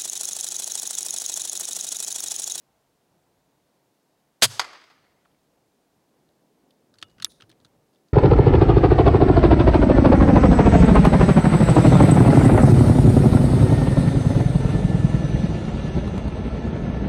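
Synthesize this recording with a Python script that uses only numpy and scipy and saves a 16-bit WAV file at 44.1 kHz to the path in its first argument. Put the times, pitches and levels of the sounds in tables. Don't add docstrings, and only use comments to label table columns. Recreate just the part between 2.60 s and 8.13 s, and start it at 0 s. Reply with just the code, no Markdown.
import sys
import numpy as np
from scipy import signal
from scipy.fft import rfft, irfft
from scipy.io import wavfile

SR = 44100
rng = np.random.default_rng(int(sys.argv[2]) if len(sys.argv) > 2 else 0)


def volts(x):
    e = np.asarray(x, float) / 20
    return 10 ** e


def inscribe(sig):
    pcm = np.round(np.clip(np.atleast_2d(sig).T, -1, 1) * 32767)
    wavfile.write(sys.argv[1], SR, pcm.astype(np.int16))


N = 243873
TIME = np.arange(N) / SR
SOFT_DB = -60


def shaped(x, spectrum):
    hz, db = np.transpose(spectrum)
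    grid = np.maximum(np.fft.rfftfreq(len(x), 1 / SR), 1)
    gain = volts(np.interp(np.log(grid), np.log(hz), db))
    y = irfft(rfft(x) * gain, len(x))
    return y / np.sqrt(np.mean(y ** 2))


def drift(rate):
    hop, settle = 40, 2000
    r = np.exp(-2 * np.pi * hop * rate / SR)
    white = rng.standard_normal(N // hop + settle + 2)
    slow = signal.lfilter([1], [1, -2 * r, r * r], white)[settle:]
    return np.interp(np.arange(N) / hop, np.arange(len(slow)), slow / slow.std())


def decay(start, rise, t60, time=TIME):
    t = np.maximum(time - start, 0)
    return (1 - np.exp(-t / rise)) ** 2 * volts(-60 * t / t60)


def ring(x, hz, t60):
    r, w = volts(-60 / (t60 * SR)), 2 * np.pi * hz / SR
    return signal.lfilter([0, np.sin(w)], [1, -2 * r * np.cos(w), r * r], x + 1e-18)


def band(x, low_hz, high_hz):
    sos = signal.butter(2, [low_hz, min(high_hz, SR / 2.2)], "band", fs=SR, output="sos")
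    return signal.sosfilt(sos, x) * np.sqrt(SR / 2 / (high_hz - low_hz))


def high_pass(x, order, hz):
    return signal.sosfilt(signal.butter(order, hz, "high", fs=SR, output="sos"), x)


def top_one(x):
    return x / np.abs(x).max()


def placed(x, start):
    out, at = np.zeros(N), round(start * SR)
    out[at:at + len(x)] = x[:N - at]
    return out


def yard_tail(colour, rise, lumps_db):
    # pitch_hz, t60_s
    yard_t60 = [(300, 1.3), (800, 0.74), (2000, 1.146), (3300, 0.98), (4900, 1.0), (6500, .55),
                (9000, 0.55), (14000, .4)]
    hz, t60 = np.transpose(yard_t60)
    time, out = TIME[:int(1.3 * SR)], 0
    noises = [shaped(white, colour) for white in rng.standard_normal((2, len(time)))]
    edges = 140 * 2 ** np.arange(0, 7.1, .5)
    for k, (low, high) in enumerate(zip(edges, edges[1:])):
        sos = signal.butter(2, [low, high], "band", fs=SR, output="sos")
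        band_t60 = np.interp(np.log(low * high) / 2, np.log(hz), t60)
        out = out + signal.sosfilt(sos, noises[k % 2]) * decay(0, rise, band_t60, time)
    return out * volts(lumps_db * drift(25)[:len(time)])


def struck(rows, load, loose_db):
    lead = 6 * load
    out, time = np.zeros(N), TIME[:20000] - lead
    flutter = drift(40)
    for (s, hz, db, t60), phase in zip(rows, rng.uniform(0, 2 * np.pi, len(rows))):
        swell = np.exp(np.minimum(time, 0) / load)
        free = volts(-60 * np.maximum(time, 0) / t60)
        waver = volts(loose_db * flutter[rng.integers(N // 2):][:len(time)])
        shape = np.where(time < 0, swell, free) * waver
        out += volts(db) * placed(shape * np.sin(2 * np.pi * hz * time + phase), s - lead)
    return out


def night():
    # pitch_hz, level_db per Hz
    hum_colour = [(35, -40.5), (60, -9), (134, -1), (249, -2.5), (279, -1.5), (644, -8), (699, -7),
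                  (734, -9.5), (908, -11.5), (1370, -19.5), (3000, -28.5), (3900, -55), (6600, -120)]
    # pitch_hz, level_db rms
    motor_lines = [(140.0, -83), (274.5, -83)]
    # pitch_hz, level_db per Hz
    hiss_colour = [(880, -30.5), (1500, -4), (2270, -6), (2460, -6), (3770, -3.5), (13300, -10),
                   (15800, -11.5), (16100, -45)]
    # start_s, hum_db
    road_level = [
        (0, -75),
        (.5, -74.5),
        (1.35, -71.5),
        (1.7, -73),
        (3.3, -70.5),
        (4.05, -65),
        (4.55, -66),
        (4.85, -64),
        (5.53, -68),
    ]
    # start_s, thud_db
    hand_level = [
        (0, -74.5),
        (.3, -77),
        (1.0, -75.5),
        (1.35, -86),
        (2.5, -74.5),
        (3.5, -78.5),
        (4.25, -79.5),
        (4.65, -63.5),
        (5.35, -80.5),
    ]
    hum_db = np.interp(TIME, *np.transpose(road_level))
    thud_db = np.interp(TIME, *np.transpose(hand_level))
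    stir_db = thud_db + 78
    road = [shaped(white, hum_colour) for white in rng.standard_normal((3, N))]
    hum = band(road[0], 150, 600) * volts(hum_db - 16 + 0.9 * drift(8))
    rush = band(road[1], 540, 4000) * volts(-75 + .15 * stir_db + 0.8 * drift(8))
    thud = band(road[2], 53, 180) * volts(thud_db - 18 + 3.5 * drift(6.2))
    lines = sum(volts(db + 1.5 + 1.3 * drift(2)) * np.sin(2 * np.pi * hz * TIME) for hz, db in motor_lines)
    wind_colour = [(10, -10), (22, 1.5), (40, -7), (70, -15), (120, -41.5), (400, -100)]
    wind = shaped(rng.standard_normal(N), wind_colour)
    wind *= volts(-74 + 1.1 * stir_db + 2.5 * drift(4))
    hiss = volts(-76.4) * shaped(rng.standard_normal(N), hiss_colour)
    return hum + rush + thud + lines + wind + hiss


def shot():
    hammer_s, blast_s = 1.8145, 1.8213
    # pitch_hz, level_db per Hz
    blast_colour = [(88, -39), (150, -11), (259, -15.5), (514, -6), (1020, -7), (1690, -3.5), (2140, -9),
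                    (3290, -2.5), (4760, -0.5), (5790, -7.5), (6390, -3), (9820, -5.5), (16000, -25)]
    # pitch_hz, level_db, t60_s
    stock_modes = [(105, -36, 0.36), (129.5, -35, .26), (235, -46, .22), (162, -36, 0.087),
                   (209, -31.5, 0.042), (696, -13, 0.026), (400.6, -28.5, .07)]
    # pitch_hz, level_db per Hz
    near_colour = [(120, -30.5), (230, -12), (330, -12.5), (700, -4), (1020, -5), (2170, -8.5), (4770, -4),
                   (7830, -7), (11000, -14.5), (16000, -27.5)]
    air = shaped(rng.standard_normal(N), blast_colour)
    t = np.maximum(TIME - blast_s, 0)
    shutting_db = -np.minimum(30 * (t / 0.044) ** 4.5, 90)
    valve = decay(blast_s, 0.00056, 0.3016) * volts(shutting_db)
    hammer = band(rng.standard_normal(N), 900, 9000) * decay(hammer_s, 0.0013, 0.058)
    recoil = decay(blast_s, 0.002099, .06) * rng.standard_normal(N) * .05
    recoil[round(blast_s * SR)] += 1
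    thump = 0
    for hz, db, t60 in stock_modes:
        late = np.roll(recoil, round(1.1 * SR / hz))
        thump = thump + volts(db) * ring(late, hz, t60)
    settle = volts(-37.5) * air * decay(blast_s, .01, 0.44)
    wall = volts(-39.5) * placed(yard_tail(near_colour, .008, lumps_db=0), blast_s + 0.071)
    dull = band(air, 1500, 7000) * .45
    jet = dull + (air - dull) * decay(blast_s, 0.0045, 1)
    turbulence = volts((0.4 + 34 * np.minimum(t, .05)) * drift(400.8))
    return volts(-5) * jet * turbulence * valve + volts(-35) * hammer + thump + settle + wall


def smack():
    smack_s = 1.9948
    # pitch_hz, level_db per Hz
    smack_colour = [(120, -48.5), (200, -24.5), (1060, 0), (1710, -6.5), (2380, 0.5), (2910, -11),
                    (3490, -1.5), (3970, -6), (4770, 2.5), (5940, -12.5), (6520, -5.5), (7410, -13),
                    (16000, -34)]
    # pitch_hz, level_db per Hz
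    far_colour = [(120, -46), (250, -13), (500, -4), (900, 2), (1300, 2), (1700, -5), (2100, 0),
                  (2600, -8.5), (3800, -12), (5000, -7), (5500, -21), (7000, -22.5), (9000, -25.5),
                  (16000, -44.5)]
    # delay_s, level_db, t60_s
    wall_echoes = [
        (0.016, -11.5, 0.044),
        (0.019, -11.5, 0.031),
        (0.047, -14, 0.051),
        (.134, -17, .03),
        (.155, -37, 0.033),
        (.215, -33.5, .1),
        (.243, -25, 0.029),
        (0.303, -35.5, 0.15),
    ]
    # pitch_hz, level_db, t60_s
    plank_modes = [(382.6, -34.5, .035), (760, -25, .035), (980, -22, 0.041), (1125, -25.5, 0.037),
                   (1450, -19.5, 0.017), (1945, -24, 0.034), (2471, -25, .025), (3560, -29, .025),
                   (4880, -19, 0.02), (5278, -26.5, 0.0298), (6373, -30, 0.026)]
    wood = shaped(rng.standard_normal(N), smack_colour) * volts(1.33 * drift(300))
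    far = shaped(rng.standard_normal(N), far_colour)
    echoes = sum(volts(db) * decay(smack_s + s, .0018, t60) for s, db, t60 in wall_echoes)
    split = volts(-9 * np.clip((TIME - smack_s - .0088) / 0.00115, 0, 1))
    direct = decay(smack_s, .0002, 0.093) * split + 0.3976 * decay(smack_s, 0.00013, 0.01145)
    hit = wood * direct + (far + 0.32 * wood) * echoes
    hit = high_pass(hit, 4, 300)
    tail = volts(-42) * placed(yard_tail(far_colour, .004, lumps_db=1.7), smack_s)
    modes = [(smack_s + .0012, hz, db, t60) for hz, db, t60 in plank_modes]
    body = high_pass(struck(modes, load=0.00019, loose_db=3), 4, 280)
    return volts(-17) * hit + body + tail


def touches():
    # start_s, level_db (peak), pitch_hz (main ring), brightness_db
    ticks = [(2.65, -59, 1700, 0), (2.655, -55, 1150, 6), (2.7147, -67, 3370, 4), (2.746, -67, 2280, 0),
             (2.832, -68, 6000, 10), (3.6894, -60, 3700, 6), (4.1069, -51, 3480, 14),
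             (4.4153, -45, 3900, 6), (4.4253, -30.5, 3300, -4), (4.4831, -63, 4540, -6),
             (4.6, -41, 3080, -9), (4.6149, -52, 2800, 4), (4.6229, -25.5, 4160, 2.5),
             (4.649, -27.5, 3720, 9.5), (4.653, -31.5, 3700, 17), (4.6637, -51.5, 2690, -13),
             (4.7186, -51, 4070, 19), (4.801, -57, 3120, -17.5), (4.8077, -41, 3100, 6),
             (4.894, -52, 3660, 20), (4.9145, -48.5, 3780, 7), (4.925, -57, 2240, 2),
             (5.0008, -58, 3700, 0), (5.0128, -64, 3960, 2), (5.3583, -62, 3230, 11),
             (5.4845, -58, 4200, 3)]
    # start_s, level_db (peak), pitch_hz (main ring), brightness_db
    rattles = [
        (4.3396, -52.5, 4050, -4),
        (4.3852, -46.5, 4020, 1),
        (4.4261, -29, 3260, 0),
        (4.498, -59.5, 4010, 2),
        (4.5827, -53.5, 3100, -8),
        (4.6253, -30, 3770, 4),
        (4.8206, -41, 2930, -4.5),
        (4.8994, -49, 3970, -2),
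        (5.0477, -45, 4100, -0.5),
        (5.3314, -66, 4570, 7),
    ]
    bounce_s, stretch = 0.0056, 1.8
    rows = ticks + rattles
    for (s, db, hz, bright_db), (up, down) in zip(rattles, rng.normal(0, 0.088, (len(rattles), 2))):
        loss_db = 1.5 + 0.44 * (db - SOFT_DB)
        first = (s + bounce_s, db - loss_db, hz * np.exp(up), bright_db)
        second_s = s + bounce_s * (1 + stretch)
        second = (second_s, db - 1.8 * loss_db, hz * np.exp(down), bright_db - 6)
        rows += [first, second]
    return rows


def contacts():
    time, out, rows = TIME[:3000], np.zeros(N), touches()
    noise = rng.standard_normal((len(rows), len(time)))
    for white, (s, db, hz, bright_db) in zip(noise, rows):
        burst = white * decay(0, 0.0005, 0.018, time)
        core = top_one(band(burst, hz * 0.87, hz * 1.17))
        skirt = top_one(band(burst, hz * 0.62, hz * 1.74))
        body = top_one(band(band(burst, 1160, 1660), 860, 2020))
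        edge = top_one(band(burst, 6030, 9600) + 0.61 * band(burst, 11200, 15500))
        edge_db = -19 + 0.86 * bright_db - .2 * (db - SOFT_DB)
        zones = top_one(core + 1.28 * skirt) + volts(-12 - bright_db) * body + volts(edge_db) * edge
        out += volts(db + 2) * placed(zones, s - .0005)
    return out


def stops():
    open_s, shut_s = 4.428, 4.6465
    # pitch_hz, level_db, t60_s
    open_ring = [(1307, -51, .12), (2860, -60, .2), (2905, -60, 0.32), (3500, -63, .16), (4500, -46, 0.035),
                 (8100, -39, 0.0094), (714, -44.5, 0.016)]
    # pitch_hz, level_db, t60_s
    shut_ring = [(1300, -35, 0.017), (1820, -32.5, .012), (3605, -26, 0.018), (6428, -60, .12),
                 (9600, -58, .4), (9700, -59, .14), (11200, -53, .22), (12920, -58, .07)]
    # pitch_hz, level_db
    shut_crack = [(3650, -11), (4900, -24), (5350, -16), (5950, -16), (7100, -15), (7900, -15), (8600, -23),
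                  (9800, -22), (11250, -24), (12600, -35), (13900, -28), (15600, -38)]
    # start_s, pitch_hz, level_db, t60_s
    jolts = [(4.375, 105, -59, .1), (4.428, 322, -51, 0.045), (4.435, 100, -54, 0.14),
             (4.595, 116, -51, 0.14), (4.628, 121, -54, 0.11), (4.645, 329, -52.5, 0.095),
             (4.835, 111, -50.5, 0.1), (4.898, 320, -55, 0.069), (4.91, 124, -57, 0.14),
             (5.02, 101, -58.5, 0.087), (5.055, 114, -59, .1), (5.185, 124, -61, 0.11)]
    answer_colour = [(600, -32), (2900, -18), (3600, 4), (4600, -4), (6000, -2.5), (9600, -13), (15000, -20)]
    answer = yard_tail(answer_colour, 0.0058, lumps_db=2.5)
    answer = answer * decay(0, .001, 1.2, TIME[:len(answer)])
    lever = [(open_s, *mode) for mode in open_ring] + [(shut_s, *mode) for mode in shut_ring]
    lever += [(shut_s, hz, db, 0.0056) for hz, db in shut_crack]
    metal = struck(lever, load=0.00034, loose_db=2)
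    return metal + volts(-59.5) * placed(answer, 4.69) + struck(jolts, load=0.0059, loose_db=1.5)


def housing(x):
    echo_s = .000625
    hz = np.fft.rfftfreq(N, 1 / SR)
    back = np.clip(0.22 * hz / (hz + 2500), 0, .7) * np.exp(-2j * np.pi * hz * echo_s)
    return irfft(rfft(x) * np.sqrt(1 - np.abs(back) ** 2) / (1 - back), N)


def scene():
    return (housing(shot() + smack() + contacts()) + stops() + night())[None]


def top_cut(x):
    return signal.sosfilt(signal.butter(12, 16800, fs=SR, output="sos"), x)


def record(dry):
    ceiling = .42
    loud = dry / (1 + np.abs(dry / ceiling) ** 5) ** (1 / 5)
    coupled = high_pass(loud, 3, 70)
    cut = signal.sosfilt(signal.cheby2(12, 50, 16900, fs=SR, output="sos"), coupled)
    return top_cut(cut)


dry = scene()
out = record(dry)
inscribe(out)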